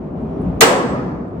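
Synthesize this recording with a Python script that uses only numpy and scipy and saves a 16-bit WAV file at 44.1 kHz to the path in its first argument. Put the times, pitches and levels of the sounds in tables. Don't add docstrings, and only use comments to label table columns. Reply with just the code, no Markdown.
import sys
import numpy as np
from scipy import signal
from scipy.fft import rfft, irfft, next_fast_len
from scipy.io import wavfile
from scipy.ndimage import map_coordinates

SR = 44100
rng = np.random.default_rng(int(sys.argv[2]) if len(sys.argv) > 2 else 0)


def transcribe(signal):
    frames = np.atleast_2d(signal).T
    limited = np.clip(frames, -1, 1)
    pcm = np.round(limited * 32767).astype(np.int16)
    wavfile.write(sys.argv[1], SR, pcm)


def amplitude_ratio(level_db):
    exponent = np.asarray(level_db, float) / 20
    return 10 ** exponent


N = 61739
BLOW_S = 0.6074

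# f/Hz, level/dB, T60/s, rise/s, delay/s
BOX_MODES = [(6530, -3.5, 0.02, 0.00039, .0001), (7300, -9.5, 0.012, 0.00089, 0.000076),
             (5830, -23, 0.28, 0.00093, .001), (7300, -23.5, .3, .001, .001),
             (7790, -24.5, 0.22, .03, 0.14), (7940, -21, 0.37, 0.0078, 0.045),
             (7740, -29.5, 0.15, 0.033, .27), (12600, -33, 0.23, .001, .001),
             (13000, -33.5, .2, .001, .001)]
# f/Hz, level/dB, T60/s, rise/s, delay/s
DOOR_MODES = [(238.6, -11.5, 0.26, 0.022, 0.0061), (700, -11.5, 0.11, 0.005, 0.0013),
              (587, -11.5, 0.078, 0.0091, 0.0069), (746, -14.5, 0.6, 0.015, 0.012),
              (874, -14, .3, 0.01, 0.0072), (1066, -19.5, .8, .01, .001), (1215, -15, 0.085, .004, .001),
              (1575, -17.5, 0.17, .008, .003), (1660, -17.5, 0.14, 0.011, .006),
              (1990, -17, 0.33, .004, .001), (2325, -20.5, .2, 0.0044, .001),
              (2876, -17, 0.093, .012, 0.0032), (3010, -21.5, 0.28, .005, .001),
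              (3340, -22.5, 0.16, .005, .001)]
# t/s, f/Hz, peak level/dB, length/s
PANEL_BEATS = [(.636, 454, -4, .018), (.642, 876, -18.5, 0.016), (.682, 526, -9, .016),
               (0.48, 650, -16.5, 0.024), (.675, 370, -14.5, 0.038), (0.6, 1238, -18, .012),
               (.703, 495, -11, 0.019), (.705, 1600, -17.5, 0.017), (.71, 670, -11.5, .014),
               (.732, 572, -10, 0.025), (0.66, 292, -18, 0.021), (.74, 590, -16, 0.0154),
               (.765, 529, -12.5, .022), (.775, 404, -13.5, 0.012), (.76, 990, -16.5, .018),
               (1, 1260, -27.5, .02), (.77, 222, -20, 0.018), (.795, 494, -18, 0.017),
               (.8, 1100, -16.5, 0.033), (.82, 338, -14, 0.03), (0.93, 1128, -25, 0.016),
               (.85, 483, -10, 0.014), (.853, 256, -9.5, 0.014), (0.96, 1203, -24, 0.017),
               (0.8, 400, -19, 0.016), (1, 500, -22.5, 0.034), (.95, 570, -20, 0.016), (.93, 210, -19, .02),
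               (0.97, 971, -29, 0.017), (.9, 750, -25, 0.019), (.618, 400, -14, .01),
               (.655, 800, -13.5, 0.0075), (.66, 1065, -18.5, 0.013), (.66, 640, -15.5, .012),
               (.705, 540, -15, .015), (.72, 480, -13.5, 0.018), (0.6, 280, -16, .015),
               (.75, 750, -15, 0.0247), (0.95, 410, -18.5, 0.0095), (.8, 740, -18.5, 0.012),
               (.635, 2775, -18.5, .01), (.615, 1950, -18, 0.0072)]
# f/Hz, density level/dB per Hz
SHEET_COLOUR = [(90, -52), (180, -23.5), (450, -17), (700, -20), (1400, -16), (2600, -22), (5200, -26.5),
                (15800, -27)]
# f/Hz, T60/s
SHEET_DECAY = [(200, 0.99), (500, 0.79), (1200, 0.28), (3000, 0.42), (7000, 0.075), (15000, 0.033)]
# f/Hz, rise/s
SHEET_BUILD = [(200, 0.015), (500, 0.026), (1500, 0.0055), (3000, 0.0015), (12000, 0.0009)]
# f/Hz, density level/dB per Hz
SHIMMER_COLOUR = [(1500, -30), (3000, -17.5), (6000, -3), (8000, -0.5), (10500, -8.5), (13500, -7.5),
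                  (15800, -4)]
# f/Hz, T60/s
SHIMMER_DECAY = [(3000, 0.37), (7000, 0.45), (10000, 0.28), (15500, .19)]
# f/Hz, density level/dB per Hz
HOLLOW_COLOUR = [(220, -17.5), (520, -9), (800, -14), (1250, -14.5), (1500, -17.5), (2500, -22.5),
                 (6000, -34), (10500, -40.5), (14000, -41.5), (16000, -52.5)]
# f/Hz, T60/s
HOLLOW_DECAY = [(250, 1.61), (500, 1.04), (1200, 1.096), (3000, 0.68), (6000, 0.73), (10000, 0.52),
                (13500, 0.55), (15500, 0.33)]
# f/Hz, correlation [-1 to 1]
STEEL_LIKENESS = [(150, 1), (300, 0.71), (640, 0.62), (1400, -0.25), (3000, -0.044), (6000, -.1),
                  (10000, -0.0078), (15000, -0.43)]
# f/Hz, width/Hz, depth level/dB
CANCELLATIONS = [(352, 44, -2.5), (535, 28, -6), (1466, 42, -8), (3140, 38, -5), (3553, 46, -9.5),
                 (3965, 59, -12.5), (5560, 60, -7), (11470, 340, -10)]
# t/s, level/dB, f/Hz, T60/s, relative width [log f]
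RATTLES = [(.213, -69, 8400, .05, 0.13), (0.415, -62.5, 8950, 0.12, .15), (.445, -70, 7000, 0.096, .15),
           (.972, -60, 12800, 0.026, 0.026), (0.996, -60.5, 12900, .03, .06),
           (1.1, -68.5, 12850, 0.036, .03), (1.28, -70.5, 8200, 0.09, .2)]
# t/s, f/Hz, peak level/dB, length/s
MACHINE_SWELLS = [(0.25, 152, -25.5, 0.037), (0.24, 230, -22.5, 0.037), (0.18, 170, -32, 0.022),
                  (0.362, 400, -28, 0.052), (0.49, 176, -20, 0.032), (0.49, 262, -26, 0.11),
                  (0.44, 170, -25.5, 0.056), (0.975, 135, -22.5, 0.058), (1.219, 250, -30, 0.057),
                  (1.13, 150, -22.5, 0.02), (1.085, 1000, -36, 0.03), (0.16, 2930, -72.5, .03),
                  (0.35, 5600, -76.5, 0.065), (0.59, 1300, -69.5, 0.077), (0.42, 4900, -78, .015)]
# t/s, level/dB
YARD_LEVEL = [(0.0, -31), (0.186, -28.5), (0.346, -27), (0.654, -27), (0.8, -24), (0.95, -22.5), (1.1, -25),
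              (1.246, -31.5), (1.4, -28.5)]
# f/Hz, level/dB
YARD_SPECTRUM = [(40, -50.5), (90, -15), (180, -2), (260, -4), (420, -12), (650, -13.5), (1250, -27.5),
                 (1600, -36.5), (6000, -87)]
# f/Hz, correlation [-1 to 1]
YARD_LIKENESS = [(60, 1), (250, 0.94), (600, 0.33), (1500, 0.041), (8000, .1)]
# f/Hz, width/Hz, level/dB
MACHINE_HUM = [(144, 8.3, -2), (174, 31, -2.5), (254, 10, 2), (382, 75, -1.5)]
# t/s, buffet level/dB, hiss level/dB
AIR_LEVEL = [(0, -37, -63), (.15, -37.5, -62), (.29, -31.5, -57), (.33, -36.5, -58), (.37, -31.5, -58.5),
             (.45, -25, -53.5), (.58, -29.5, -57.5), (.7, -37, -65), (.85, -36, -64), (.92, -26, -60.5),
             (1, -33, -65.5), (1.06, -25, -64), (1.1, -41, -68.5), (1.14, -30, -77.5), (1.25, -41, -63.5),
             (1.4, -33, -61.5)]
# f/Hz, density level/dB per Hz
BUFFET_COLOUR = [(15, -48.5), (30, -19.5), (55, -1), (110, -2.5), (170, -10), (300, -42.5), (600, -120)]
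# f/Hz, density level/dB per Hz
HISS_COLOUR = [(800, -120), (1500, -4), (2400, -2.5), (4200, -17), (8000, -26.5), (11000, -34),
               (15500, -36)]


def along(points, hz):
    f, value = np.transpose(points)
    return np.interp(np.log(hz + 1), np.log(f + 1), value)


def wobble(rate):
    return map_coordinates(rng.standard_normal(200), [np.arange(N) * rate / SR])


def port_angle(likeness, hz):
    return np.arccos(np.clip(along(likeness, hz), -1, 1)) / 2


def pair(gain, likeness):
    size = next_fast_len(N + 8192)
    hz = np.fft.rfftfreq(size, 1 / SR)
    angle = port_angle(likeness, hz)
    noise = rfft(rng.standard_normal((2, size))) * gain(hz)
    mid, side = noise * [np.cos(angle), np.sin(angle)]
    spectra = np.array([mid + side, mid - side])
    return spectra / np.std(irfft(spectra, size)), hz, size


def coloured(gain, likeness):
    spectra, _, size = pair(gain, likeness)
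    return irfft(spectra, size)[:, :N]


def fade(t60, rise, delay=0):
    t = np.maximum(np.arange(N) / SR - BLOW_S - delay, 0)
    return (1 - np.exp(-t / rise)) * amplitude_ratio(-60 * t / t60)


def blow():
    box = ring(BOX_MODES)
    shimmer = amplitude_ratio(-8.5) * dense(SHIMMER_COLOUR, SHIMMER_DECAY, [(100, 0.007)])
    sheet = amplitude_ratio(0.5) * dense(SHEET_COLOUR, SHEET_DECAY, SHEET_BUILD)
    hollow = amplitude_ratio(-3) * dense(HOLLOW_COLOUR, HOLLOW_DECAY, [(100, 0.02)])
    balance = amplitude_ratio([[1.5], [-1.5]])
    return (box + shimmer) * balance + ring(DOOR_MODES) + beats() + sheet + hollow


def ring(modes):
    beat_db, beat_hz = 5, 23
    drift_rad, drift_hz = 0.31, 59.3
    t = np.arange(N) / SR - BLOW_S
    out = np.zeros((2, N))
    for hz, db, t60, rise, delay in modes:
        apart = port_angle(STEEL_LIKENESS, hz) * np.array([[1], [-1]])
        settled = np.clip((t - delay) / 0.08, 0, 1)
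        level = amplitude_ratio(db + beat_db * settled * wobble(beat_hz)) * fade(t60, rise, delay)
        drift = drift_rad * (hz / 500) ** 0.3 * wobble(drift_hz)
        out += level * np.sin(2 * np.pi * hz * t + apart + drift)
    return out


def beats():
    waver_rad = 0.29
    t = np.arange(N) / SR
    out = np.zeros((2, N))
    for s, hz, db, length in PANEL_BEATS:
        apart = port_angle(STEEL_LIKENESS, hz) * np.array([[1], [-1]])
        swell = amplitude_ratio(db) * np.exp(-((t - s) / length) ** 2)
        out += swell * np.sin(2 * np.pi * hz * t + apart + waver_rad * wobble(30))
    return out * fade(99, 0.004)


def dense(colour, decay, build):
    def gain(f):
        return amplitude_ratio(along(colour, f)) * gaps(f) * (f > 120) * (f < 16000)

    spectra, hz, size = pair(gain, STEEL_LIKENESS)
    place = 2 * np.log2(hz / 120 + 1e-9)
    out = np.zeros((2, N))
    for k in range(15):
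        centre = 120 * 2 ** (k / 2)
        overlap = np.maximum(1 - abs(place - k), 0)
        band = irfft(spectra * overlap, size)[:, :N]
        out += band * fade(along(decay, centre), along(build, centre))
    return out


def gaps(hz):
    return amplitude_ratio(sum(db * np.exp(-((hz - centre) / width) ** 2) for centre, width, db in CANCELLATIONS))


def ticks():
    out = np.zeros((2, N))
    for s, db, centre, t60, width in RATTLES:
        noise = coloured(lambda f: np.exp(-(np.log(f / centre + 1e-9) / width) ** 2), [(100, 0.3)])
        t = np.arange(N) / SR - s
        attack = np.clip(t / 0.0027, 0, 1)
        out += noise * amplitude_ratio(db - 60 * np.maximum(t, 0) / t60) * attack
    return out


def swells():
    t = np.arange(N) / SR
    hums = np.zeros(N)
    for s, hz, db, length in MACHINE_SWELLS:
        swell = amplitude_ratio(db) * np.exp(-((t - s) / length) ** 2)
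        hums += swell * np.sin(2 * np.pi * hz * t + 1.25 * wobble(30))
    return hums * amplitude_ratio([[0.6], [-0.6]])


def yard():
    def hum_gain(f):
        return sum(amplitude_ratio(db) * f * width / abs(centre * centre - f * f + 1j * f * width)
                   for centre, width, db in MACHINE_HUM) ** 2

    s, db = np.transpose(YARD_LEVEL)
    level_db = np.interp(np.arange(N) / SR, s, db) + 2.0
    broad = coloured(lambda f: amplitude_ratio(along(YARD_SPECTRUM, f)), YARD_LIKENESS) * amplitude_ratio(0.92 * wobble(12))
    hum = coloured(hum_gain, YARD_LIKENESS) * amplitude_ratio(-5.5 + 1.4 * wobble(12))
    return amplitude_ratio(level_db) * (broad + hum) * amplitude_ratio([[0.5], [-0.5]])


def air():
    s, low_db, hiss_db = np.transpose(AIR_LEVEL)
    t = np.arange(N) / SR
    buffet = coloured(lambda f: amplitude_ratio(along(BUFFET_COLOUR, f)), [(40, 1.0), (150, 0.9)])
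    hiss = coloured(lambda f: amplitude_ratio(along(HISS_COLOUR, f)), [(1000, 0.033)])
    buffet = buffet * amplitude_ratio(np.interp(t, s, low_db) + [[0.8], [-0.8]])
    return buffet + hiss * amplitude_ratio(np.interp(t, s, hiss_db) + 1.1 * wobble(24))


def scene():
    return blow() + ticks() + swells() + yard() + air()


def low_pass(x):
    return signal.sosfilt(signal.butter(12, 15800, fs=SR, output="sos"), x)


def record(dry):
    duck_db, wait_s, fall_s, hold_s, back_s = -6, 0.028, 0.013, 0.21, 0.37
    clip_top, clip_hardness = 1.04, 4
    t = np.arange(N) / SR - BLOW_S - wait_s
    duck = np.clip(t / fall_s, 0, 1) * np.clip(1 - (t - hold_s) / back_s, 0, 1)
    x = dry * amplitude_ratio(duck_db * duck)
    x = x / (1 + abs(x / clip_top) ** clip_hardness) ** (1 / clip_hardness)
    to_edge_s = np.minimum(np.arange(N), np.arange(N)[::-1]) / SR
    mix = x * np.sin(np.pi / 2 * np.clip(to_edge_s / 0.002, 0, 1))
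    return low_pass(mix)


dry = scene()
out = record(dry)
transcribe(out)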